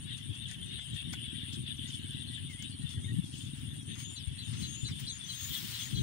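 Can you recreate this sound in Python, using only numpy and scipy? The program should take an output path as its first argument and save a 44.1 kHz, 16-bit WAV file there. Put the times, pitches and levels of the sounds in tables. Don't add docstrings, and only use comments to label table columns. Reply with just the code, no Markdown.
import sys
import numpy as np
from scipy import signal
from scipy.fft import rfft, irfft
from scipy.io import wavfile
from scipy.ndimage import uniform_filter1d

SR = 44100
rng = np.random.default_rng(int(sys.argv[2]) if len(sys.argv) > 2 else 0)


def voltage_ratio(decibels):
    exponent = np.asarray(decibels, float) / 20
    return 10 ** exponent


def wrap_up_sound(samples):
    columns = np.atleast_2d(samples).T
    tamed = np.clip(columns, -1, 1)
    steps = np.round(tamed * 32767).astype(np.int16)
    wavfile.write(sys.argv[1], SR, steps)


N = 265482
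T = np.arange(N) / SR
BLUR_HZ, BLUR = 110, .4

# (time [s], lead over the mean trill beat [turns], level [dB])
NEAR_CRICKET = [(0, -.32, -55.5), (1.6, -.3, -53.5), (2.7, -.36, -54.5), (3.5, -.36, -57), (4.5, -.36, -54),
                (5.2, -.36, -55.4), (5.5, -.29, -57), (6, -.27, -56.5)]
SECOND_CRICKET = [(0, -.06, -71.5), (2.2, .36, -65.5), (3.7, .25, -65), (6, .21, -73)]
THIRD_CRICKET = [(0, -.29, -71), (1.6, -.05, -74), (2.6, -.3, -84.5), (6, -.2, -84.5)]
TRILL_HZ = 8.31, 8.6, 8.51
WING_HZ = 8860, 12780, 9200, 9850
CRICKET_TRIM_DB = 8, -23, 13, 13.5

# (time [s], level [dB])
CHORUS_LEVEL = [(0, -51.5), (1.0, -50.5), (2.2, -54), (2.6, -52.5), (4.0, -55.5), (4.3, -51), (5.15, -52.5),
                (5.5, -52.5), (6.02, -51)]
# (frequency [Hz], level per Hz [dB])
CHORUS_COLOUR = [(710, -45), (1200, -119), (1270, -30), (1650, -11), (2190, -16), (2440, -18), (2740, -2),
                 (3390, 0.5), (3560, -0.5), (4260, -15.5), (5000, -21.5), (6500, -67), (11000, -120)]
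# (middle time [s], length [s], rise [dB])
CHORUS_SWELLS = [(0.118, 0.078, 5), (0.483, 0.14, 3), (0.74, 0.073, 5), (0.996, 0.076, 5.5),
                 (1.242, 0.14, 4.5), (1.47, 0.27, 4.5), (1.7, 0.081, 7), (1.887, 0.23, 5),
                 (2.122, 0.24, 6.5), (2.356, 0.13, 6), (2.633, 0.087, 2), (2.9, 0.17, 1), (3.26, 0.044, 0),
                 (3.554, 0.05, 2), (3.918, 0.08, 7.5), (4.035, 0.081, 5), (1.77, .025, -4), (2.55, .05, -3),
                 (0.208, .03, -2.5), (0.408, 0.027, -2.5), (.57, 0.033, -2.5), (5.015, 0.1, 1),
                 (5.55, 0.12, 5), (5.785, 0.1, 6)]

# (time [s], level [dB])
WIND_LEVEL = [(0.0, -53), (0.1, -46), (0.35, -48.5), (1.6, -48), (2.8, -51), (3.12, -39), (3.3, -49),
              (3.57, -46.5), (3.7, -45), (4.2, -51), (4.68, -45), (4.78, -51), (4.95, -44.5), (5.2, -54),
              (5.6, -48.5), (5.82, -51), (6.02, -36)]
# (frequency [Hz], level per Hz [dB])
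WIND_COLOUR = [(12, -84), (20, -49), (101, 2), (189, -7.5), (248, -13), (330, -17.5), (365, -21.5),
               (409, -30.5), (543, -45.5), (600, -58), (780, -82), (1320, -120)]
# (frequency [Hz], share [dB])
LOOSE_EDDIES = [(55, 0), (90, -30)]
# (time [s], peak level [dB], pitch [Hz], length [s])
AIR_KNOCKS = [
    (0.287, -20.5, 101, 0.034),
    (2.829, -18, 136.5, 0.033),
    (3.158, -16, 130, 0.022),
    (3.178, -11, 160, 0.025),
    (4.266, -17, 82.4, 0.028),
    (4.825, -16.5, 108, 0.015),
    (5.929, -16, 110, 0.029),
]

# (time [s], level [dB])
ENGINE_LEVEL = [(0.0, -54), (0.03, -45.5), (1.0, -61.5), (1.05, -42.5), (3.08, -44.5), (3.19, -37),
                (3.22, -42.5), (5.73, -54.5), (6.02, -46)]
# (time [s], lead [turns])
CRANK_LEAD = [(0, -.17), (.5, -.24), (1.25, -.41), (1.75, -.55), (2.25, -.62), (2.75, -.49), (3.25, -.26),
              (3.75, .06), (4.1, .2), (6.02, .6)]
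# (frequency [Hz], width [Hz], level [dB])
EXHAUST_PIPE = [(129, 111, 2.5), (220, 92, 1), (330, 68, -33)]

# (frequency [Hz], level per Hz [dB])
LEAF_COLOUR = [(350, -25), (600, 3), (1100, -4), (1900, 13), (2500, -39), (4600, 2), (7300, 6.5),
               (8000, 12.5), (16500, -28.5)]
# (frequency [Hz], level per Hz [dB])
INSECT_COLOUR = [(7900, -9), (8500, 0), (9300, 1), (9700, -9), (10600, -1.5), (11400, 1), (12000, -44),
                 (13300, -24), (13900, -18), (14800, -9), (16500, -32)]

# (time [s], peak level [dB], length [s], top brightness [dB], body [dB])
STEPS = [(0.158, -46, 0.053, -29, -3), (0.349, -43, 0.0082, -17, 1), (0.476, -42.5, 0.058, -29, -11),
         (0.9418, -44, 0.03, -13, -5), (1.125, -32, 0.015, -1, 0), (1.522, -36.5, 0.03, -6, -9),
         (1.862, -42, 0.066, -30, -22), (1.932, -44, 0.035, -3.5, -14), (2.232, -68, 0.03, -4, -1),
         (2.49, -45, 0.046, 2, -4), (2.618, -42, 0.018, -32, -7), (2.882, -41.5, 0.053, -7, -4.5),
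         (3.226, -46, 0.097, -27, -12), (3.32, -44, 0.12, 0, -19), (3.453, -54.5, 0.051, -35, 2),
         (3.533, -51.5, 0.12, 5, 4), (3.72, -76, 0.03, -2, -4), (3.944, -49, 0.049, -25, 9),
         (3.98, -39.5, 0.048, 5, -3), (4.522, -46.5, 0.048, -31, 4), (4.593, -43, 0.051, 2, 0),
         (4.88, -47, 0.027, -8, 11), (4.988, -40.5, 0.036, 10.5, -0.5), (5.137, -58, 0.071, -30, 14)]
# (time [s], level [dB], top brightness [dB])
GRASS_SWEEP = [(4.45, -63, -16), (4.6, -64, -1), (4.75, -67.5, -2), (5.22, -67.5, -8), (5.3, -59, 4.5),
               (5.52, -53.5, 15), (5.8, -52.5, 5.5), (6.02, -62, 3)]
# (frequency [Hz], level per Hz [dB])
GRASS_COLOUR = [(400, -64), (800, -6), (2000, 5.5), (4000, 7), (6500, 2.5), (9500, 1), (12000, -13.5),
                (13700, -14), (15000, -4.5), (17000, -4)]

# (time [s], pitch [Hz], bend [Hz], length [s], level [dB])
FLOCK_VOICES = [(0.078, 3430, -58, 0.081, -52.5), (0.083, 3260, -260.0, 0.083, -54.0),
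                (0.219, 3574, -130.0, 0.05, -48), (0.343, 3230.0, 62, 0.053, -52),
                (0.481, 3530.0, -22, 0.066, -52), (0.591, 3250.0, -240.0, 0.055, -50),
                (0.695, 3740, 2, 0.086, -52.0), (0.713, 3750.0, 40.0, 0.079, -53),
                (0.773, 3430, 20.0, 0.039, -43), (0.971, 2730.0, 0.0, 0.06, -55.0),
                (0.972, 3467, -58, 0.078, -54), (1.099, 3370, 40.0, 0.069, -49),
                (1.19, 3060.0, 40.0, 0.069, -52.0), (1.238, 3490.0, -60.0, 0.048, -49),
                (1.285, 2745, -55, 0.053, -56), (1.395, 3430, -190.0, 0.089, -50.5),
                (1.468, 3570, -90.0, 0.058, -50), (1.508, 3250.0, -220.0, 0.057, -55),
                (1.652, 3380, -18, 0.051, -50), (1.674, 2760.0, 190.0, 0.066, -56),
                (1.789, 3040.0, 86, 0.049, -48), (1.89, 3210.0, -190.0, 0.066, -48),
                (1.916, 3404, 61.5, 0.04, -42), (2.025, 3090, -40.0, 0.04, -50.0),
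                (2.1, 3510, -130.0, 0.057, -47), (2.169, 3480, -17, 0.042, -50.5),
                (2.315, 3510.0, -150.0, 0.058, -48.0), (2.328, 2760.0, -20.0, 0.055, -54),
                (2.597, 3460, 59, 0.069, -51), (2.911, 3340.0, 106, 0.06, -48.5),
                (3.227, 3380.0, -58, 0.049, -51), (3.537, 3405, -90.0, 0.049, -53),
                (3.636, 2820.0, -22, 0.03, -48), (3.784, 3404, -130.0, 0.043, -48),
                (4.222, 3470.0, 20.0, 0.043, -55.5), (4.283, 3400, -13, 0.042, -55.5),
                (4.739, 2740, 0.0, 0.045, -52)]
# (time [s], pitch [Hz], bend [Hz], length [s], level [dB])
LOW_CALLS = [(0.772, 2050, 40, .063, -64.5), (1.235, 2220, -20, .035, -66), (1.325, 1940, 3, .036, -63.5),
             (1.679, 1800, -60, 0.053, -71), (1.852, 1970, 80, .07, -72), (2.28, 1950, -20, .07, -68),
             (2.361, 1710, 40, .04, -64), (2.485, 2206, -200, 0.052, -59.5), (2.513, 2000, -40, .06, -64.5),
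             (2.57, 2110, 60, 0.066, -65), (2.8, 1887, -40, 0.072, -69.5), (2.95, 1900, 0, 0.055, -67),
             (3.035, 2150, 0, 0.026, -65), (3.07, 1866, 43, 0.05, -60.5), (3.14, 1960, -60, 0.033, -67),
             (3.992, 2280, -40, .046, -69)]

# (time [s], snap level [dB], slap level [dB])
STALK_TICKS = [(.132, -56, -70), (.178, -52, -70), (.357, -55, -61), (.485, -51, -70), (.513, -42.5, -51.5),
               (.79, -60, -49.5), (.942, -50, -60), (1.014, -59, -66), (1.135, -43, -38.5),
               (1.886, -54, -66), (2.624, -41.5, -55), (3.256, -55, -72), (3.452, -54, -72),
               (3.83, -58, -69), (3.954, -48, -61), (5.325, -49, -66)]
# (frequency [Hz], width [Hz], level [dB])
SOLE_MODES = [(790, 205, 13), (1498, 42, 7), (2000, 47, 7), (2220, 58, 11)]

# (time [s], pitch [Hz], bend [Hz], length [s], level [dB], arch [Hz] if any)
CHIRPS = [(0.63, 3790, -26, 0.19, -60.5), (1.765, 7100, -2200, 0.015, -66),
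          (1.871, 5600, -1200, .025, -59, 1900), (1.896, 7200, -2900, 0.017, -62),
          (1.675, 3350, -100, .006, -47), (1.72, 3300, -100, .005, -51), (2.264, 4220, -100, 0.034, -57.5),
          (2.707, 4400, -49, .05, -64), (2.855, 3740, -100, 0.049, -60), (3.035, 3740, 30, 0.083, -61.5),
          (2.43, 3480, 250, 0.073, -58), (4.909, 3604, -88, 0.03, -52), (5.202, 3474, -63.5, 0.054, -52),
          (5.322, 3250, -80, 0.032, -52), (5.278, 3370, -390, 0.04, -51), (5.487, 3220, -190, 0.083, -54),
          (5.547, 3310, 41, 0.062, -49.5), (5.79, 3250, 148, .065, -55), (5.958, 3400, -280, 0.044, -49)]
# (time [s], length [s], level [dB])
CHIPS = [
    (2.8, 0.053, -63),
    (4.15, 0.051, -51.5),
    (4.373, 0.062, -53),
    (4.613, 0.065, -49.5),
    (4.838, 0.064, -48),
    (5.06, 0.068, -47.5),
    (5.282, 0.054, -48.5),
    (5.522, .045, -49),
    (5.72, 0.071, -52),
    (5.938, 0.077, -49),
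]
# (start [s], climb [s], drop [s], scoop from below [Hz], level [dB])
WHISTLES = [
    (3.33, 0.105, 0.02, -300, -73),
    (3.862, 0.281, 0.095, -90, -63.5),
    (4.418, 0.052, 0.012, -100, -70),
    (4.558, 0.289, 0.086, 30, -60.5),
    (5.063, 0.106, 0.018, 2100, -60),
    (5.232, 0.315, 0.08, 600, -59),
    (5.787, 0.089, 0.016, 800, -58.5),
    (5.945, 0.23, .08, 300, -60),
]
# (time [s], gain [dB])
HEAD_TURN = [(0, 0), (3.8, 0), (3.86, -8), (4.03, 0), (5.46, 0), (5.51, -9), (5.55, -12), (5.58, 1),
             (5.7, 0), (6.02, 0)]

# (frequency [Hz], threshold [dB])
BAND_GATE = [(400, -8.5), (4000, -8), (4600, -5), (7400, -3.5), (7600, 0.5), (8300, -22), (10800, -2),
             (11700, 3.5), (12250, 8), (12500, 0), (13000, -1), (13250, 7), (13900, -2), (14300, 2),
             (15800, -2.5)]


def evened(x):
    return x / np.sqrt(np.mean(x ** 2) + 1e-20)


def read(points, hz):
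    f, value = np.transpose(points)
    return np.interp(np.log(hz + 1), np.log(f + 1), value)


def curve(rows):
    s, *columns = np.transpose(rows)
    return [np.interp(T, s, c) for c in columns]


def add(mix, s, sound):
    part = mix[..., max(round(s * SR), 0):][..., :sound.shape[-1]]
    part += sound[..., :part.shape[-1]]


def coloured(x, points):
    gain = voltage_ratio(read(points, np.fft.rfftfreq(x.shape[-1], 1 / SR)))
    return irfft(rfft(x) * gain, x.shape[-1])


def resonate(x, hz, width):
    turn = np.exp(2j * np.pi * hz * T)
    r = np.exp(-np.pi * width / SR)
    return 2 * (turn * signal.lfilter([1 - r], [1, -r], x / turn)).real


def ports(near, other, same, lag_ms, pan_db):
    same = np.clip(same, 0, 1)
    late = np.roll(near, round(lag_ms * SR / 1000))
    left = same * late + np.sqrt(1 - same ** 2) * other
    return np.array([left * voltage_ratio(pan_db / 2), near * voltage_ratio(-pan_db / 2)])


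def noise(points, patchy_db, flicker_db, size=1024):
    frames, hz = 4 * N // size + 5, np.fft.rfftfreq(size, 1 / SR)
    a, b, c, d, patches = rng.standard_normal((frames, len(hz), 5)).T
    flicker = evened(uniform_filter1d(patches[:4].sum(0), size=3))
    patches = uniform_filter1d(patches, size=12, axis=0)
    patches = evened(uniform_filter1d(patches, size=10, axis=1))
    level_db = read(points, hz)[:, None] + patchy_db * patches + flicker_db * flicker
    z = np.array([a + 1j * b, c + 1j * d]) * voltage_ratio(level_db)
    return evened(signal.istft(z, nperseg=size, noverlap=size * 3 // 4)[1][:, :N])


def wander(hz):
    return evened(signal.lfilter(*signal.butter(2, hz, fs=SR), rng.standard_normal(N)))


def glide(first_hz, last_hz, length, arch_hz=0):
    u = np.linspace(0, 1, round(length * SR))
    hz = first_hz + (last_hz - first_hz) * u + arch_hz * np.sin(np.pi * u)
    tone = np.sqrt(2) * np.sin(2 * np.pi * np.cumsum(hz) / SR)
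    return tone * signal.windows.tukey(len(hz), .6)


def echoed(x, wet):
    t = np.arange(3000) / SR
    sparse = rng.standard_normal((2, 3000)) * (rng.random((2, 3000)) < .03)
    tail = sparse * voltage_ratio(-60 * t / 0.068)
    tail = tail / np.linalg.norm(tail[0])
    return x + wet * signal.oaconvolve(x * np.ones((2, 1)), tail, axes=1)[:, :N]


def cricket(rows, trill_hz, strokes_hz, wing_hz):
    lead, level_db = curve(rows)
    beat = (trill_hz * T + lead - .26) % 1
    swell = np.clip((beat - .24) / 0.3, 0, 1) ** 0.8
    swell = swell * np.minimum((1 - beat) / 0.024, 1)
    strokes = strokes_hz * T + 0.15 * wander(4)
    burst = np.sin(np.pi * (strokes % 1)) ** 3 * voltage_ratio(1.7 * wander(500))
    turns = np.cumsum(wing_hz * (1 - .08 * (strokes % 1 - .5))) / SR
    start = rng.random((2, 1000))[:, np.abs(strokes).astype(int)]
    level = voltage_ratio(np.maximum(level_db, rows[0][2] - 14))
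    return level * swell * burst * np.sin(2 * np.pi * (turns + start))


def crickets():
    trim = voltage_ratio(CRICKET_TRIM_DB)
    near = trim[0] * cricket(NEAR_CRICKET, TRILL_HZ[0], 126, WING_HZ[0])
    near = near + trim[1] * cricket(NEAR_CRICKET, TRILL_HZ[0], 160, WING_HZ[1])
    second = trim[2] * cricket(SECOND_CRICKET, TRILL_HZ[1], 125, WING_HZ[2])
    third = trim[3] * cricket(THIRD_CRICKET, TRILL_HZ[2], 129, WING_HZ[3])
    near = echoed(ports(*near, .85, .93, 11), .3)
    return near + ports(*second, .6, .9, 1.5) + ports(*third, .5, .9, 0)


def chorus():
    voices = np.zeros((2, N))
    for s, u, bend, length, size, side in rng.random((1000, 6)):
        hz = 1650 + 2200 * u ** .6
        first_hz, last_hz = hz * (1 + 0.07 * (bend - .3)), hz * (1 - 0.061 * (bend - .3))
        note = glide(first_hz, last_hz, 0.017 + 0.0397 * length)
        add(voices[int(2 * side)], s * T[-1], voltage_ratio(read(CHORUS_COLOUR, hz) + 3 * size) * note)
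    level_db = curve(CHORUS_LEVEL)[0]
    for s, length, rise_db in CHORUS_SWELLS:
        level_db = level_db + rise_db * np.exp(-((T - s) / (.5 * length)) ** 4)
    voices = evened(echoed(voices * (1 + BLUR * wander(BLUR_HZ)), .6))
    mix = .65 * voices + .6 * noise(CHORUS_COLOUR, patchy_db=2.5, flicker_db=.8)
    return voltage_ratio(level_db + 2.5) * ports(*mix, 0.29, .9, 8)


def wind():
    level = voltage_ratio(curve(WIND_LEVEL)[0] + 3.0)
    shared = noise(WIND_COLOUR, patchy_db=-2.0, flicker_db=4.0, size=2048)
    shared = level * ports(*shared, 0.67, 1.435, 6)
    loose = noise(WIND_COLOUR, patchy_db=2.0, flicker_db=2.5, size=2048)
    loose = level * coloured(loose, LOOSE_EDDIES) * voltage_ratio([[4.5], [-4.5]])
    return shared - coloured(shared, LOOSE_EDDIES) + loose


def engine():
    turns = 19.8 * T + curve(CRANK_LEAD)[0] + .1
    fired = np.flatnonzero(np.diff(np.floor(turns)) > 0)
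    strength_db = 1.5 * rng.standard_normal(len(fired)) + 1.2 * (-1.) ** np.arange(len(fired))
    pulses = np.zeros(N)
    pulses[fired] = -voltage_ratio(strength_db)
    drive = evened(pulses) + .55 * rng.standard_normal(N)
    pipe = np.zeros(N)
    for hz, width, db in EXHAUST_PIPE:
        pipe += voltage_ratio(db) * resonate(resonate(drive, hz, width), hz, width)
    far = coloured(pipe, [(40, -34.5), (70, 5.5), (360, -1), (470, -31.0), (700, -44)])
    return ports(voltage_ratio(curve(ENGINE_LEVEL)[0] - 1.5) * evened(far), 0, 0.7, 0.99, 5.4)


def air():
    leaves = ports(*noise(LEAF_COLOUR, patchy_db=6.5, flicker_db=-3.0), 0.45, 0.93, 10.0)
    insects = ports(*noise(INSECT_COLOUR, patchy_db=1.2, flicker_db=0.0), 0.38, .93, 2.1)
    return voltage_ratio(-66) * leaves + voltage_ratio(-59.5) * insects


def grass():
    snaps = voltage_ratio(2.4 * np.minimum(rng.exponential(1, (2, N)), 5))
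    snaps = snaps * (rng.random((2, N)) < 4000 / SR)
    rustle = 1.6
    fizz = (evened(snaps) + rustle) * rng.standard_normal((2, N))
    fizz = evened(coloured(fizz, GRASS_COLOUR))
    top = coloured(fizz, [(9500, -80), (11500, 0), (20000, 0)])
    body = coloured(fizz, [(20, 0), (2500, 0), (4000, -80)])
    middle = fizz - top - body
    level_db, bright_db = curve(GRASS_SWEEP)
    onset = np.clip((T - GRASS_SWEEP[0][0]) / 0.035, 0, 1)
    sweep = voltage_ratio(level_db + 8.0 + 1.0 * wander(24)) * onset
    always = voltage_ratio(-88.0 + 3.1 * wander(17))
    gains = np.array([sweep + always, sweep * voltage_ratio(bright_db + 1.5), sweep * voltage_ratio(-2.0)])
    for s, peak_db, length, bright_db, body_db in STEPS:
        u = np.arange(round(3 * length * SR)) / SR / length
        shape = voltage_ratio(peak_db + 12) * u ** 1.43 * np.exp(-3.2 * u)
        add(gains, s, shape * voltage_ratio([[0], [bright_db], [body_db]]))
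    mix = gains[0] * middle + gains[2] * body
    return ports(*mix, 0.31, 0.945, 6.1) + ports(*(gains[1] * top), 0.5, 0, 4.5)


def flock():
    out = np.zeros(N)
    for s, hz, bend_hz, length, level_db in FLOCK_VOICES + LOW_CALLS:
        lift_db = 5.5 * (hz < 2400)
        add(out, s, voltage_ratio(level_db + lift_db) * glide(hz, hz + bend_hz, 1.133 * length))
    husky = out * (1 + BLUR * wander(BLUR_HZ)) / np.hypot(1, BLUR)
    return echoed(ports(voltage_ratio(-2) * husky, 0, 1, .9, 7), .45)


def ticks():
    out, t = np.zeros(N), np.arange(900) / SR
    slap = np.zeros(900)
    for hz, width, db in SOLE_MODES:
        slap += voltage_ratio(db) * np.exp(-np.pi * width * t) * np.sin(2 * np.pi * hz * t)
    slap *= np.minimum(t / 0.00032, 1)
    for s, snap_db, slap_db in STALK_TICKS:
        grit = rng.standard_normal(900) * np.exp(-t / 0.0018)
        snap = coloured(grit, [(3000, -23), (5000, -3), (6800, 12), (9000, -12), (16000, -11)])
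        add(out, s, voltage_ratio(snap_db) * snap + voltage_ratio(slap_db - 15.0) * slap)
    return echoed(ports(out, 0, 1.0, .6, 15.3), 0.34)


def air_knocks():
    knocks = np.zeros(N)
    for s, peak_db, hz, length in AIR_KNOCKS:
        add(knocks, s, voltage_ratio(peak_db - 17.5) * glide(1.294 * hz, 0.78 * hz, length))
    return ports(coloured(knocks, [(25, -14), (65, 0)]), 0, 0.56, 3.55, 23.0)


def chirpers():
    out = np.zeros(N)
    chips = [(s, 4020, -4500 * length, length, level_db, 130) for s, length, level_db in CHIPS]
    for side_gain, calls in ((.3, chips), (.15, CHIRPS)):
        for s, hz, bend_hz, length, level_db, *arch in calls:
            main = glide(hz, hz + bend_hz, length, *arch)
            side = glide(hz + 440, hz + bend_hz + 380, length, *arch)
            add(out, s, voltage_ratio(level_db) * (main + side_gain * side))
    out = out * voltage_ratio(3.5) * (1 + 0.22 * wander(220))
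    return echoed(ports(out, 0, 1, .6, 8), .4)


def whistler():
    out = np.zeros(N)
    quaver_hz = 12 * wander(70)
    rest_hz = 6350
    for s, climb, drop, scoop_hz, level_db in WHISTLES:
        t = np.arange(0, climb + drop, 1 / SR)
        up, down = np.minimum(t / climb, 1), np.maximum(t - climb, 0) / drop
        top_hz = 6820 + 1450 * climb
        bend = 2.5 * (climb / .29) ** .6
        hz = rest_hz + (top_hz - rest_hz) * up ** bend - scoop_hz * np.exp(-t / .021)
        fall_hz = 2620 * (drop / .085) ** .65
        hz = hz - fall_hz * np.sin(np.pi / 2 * down ** 1.4)
        hz = uniform_filter1d(hz, size=300, mode="nearest")
        hz = hz + quaver_hz[round(s * SR):][:len(t)].take(np.arange(len(t)), mode="clip")
        effort_db = np.interp(up + down, [0, 0.7, 1, 2], [-10.5, 0, -3, -14])
        tone = np.sqrt(2) * np.sin(2 * np.pi * np.cumsum(hz) / SR) * signal.windows.tukey(len(t), .08)
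        add(out, s, voltage_ratio(level_db + effort_db) * tone)
    out = out * voltage_ratio(9.5 + curve(HEAD_TURN)[0] + 1.44 * wander(60))
    return echoed(ports(out, 0, 1, .25, 17), .3)


def scene():
    beds = crickets() + chorus() + wind() + engine() + air()
    return beds + grass() + flock() + ticks() + air_knocks() + chirpers() + whistler()


def gate(x, size=7):
    window = np.sin(np.pi * (np.arange(2048) + .5) / 2048)
    hz, t, z = signal.stft(x, SR, window, 2048, 1024)
    edges = np.arange(0, len(hz), size)
    power = np.add.reduceat(abs(z) ** 2, edges, axis=1)
    usual = np.median(power, axis=2, keepdims=True)
    kept = power > usual * voltage_ratio(2 * read(BAND_GATE, hz[edges]))[:, None]
    kept = np.repeat(kept, size, axis=1)[:, :len(hz)]
    return signal.istft(z * kept, SR, window, 2048, 1024)[1][:, :N]


def roll_off(x):
    return signal.sosfilt(signal.butter(12, 16940, fs=SR, output="sos"), x)


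def record(dry):
    limited = coloured(dry, [(15720, 0), (15900, -90)])
    return roll_off(gate(limited))


dry = scene()
out = record(dry)
wrap_up_sound(out)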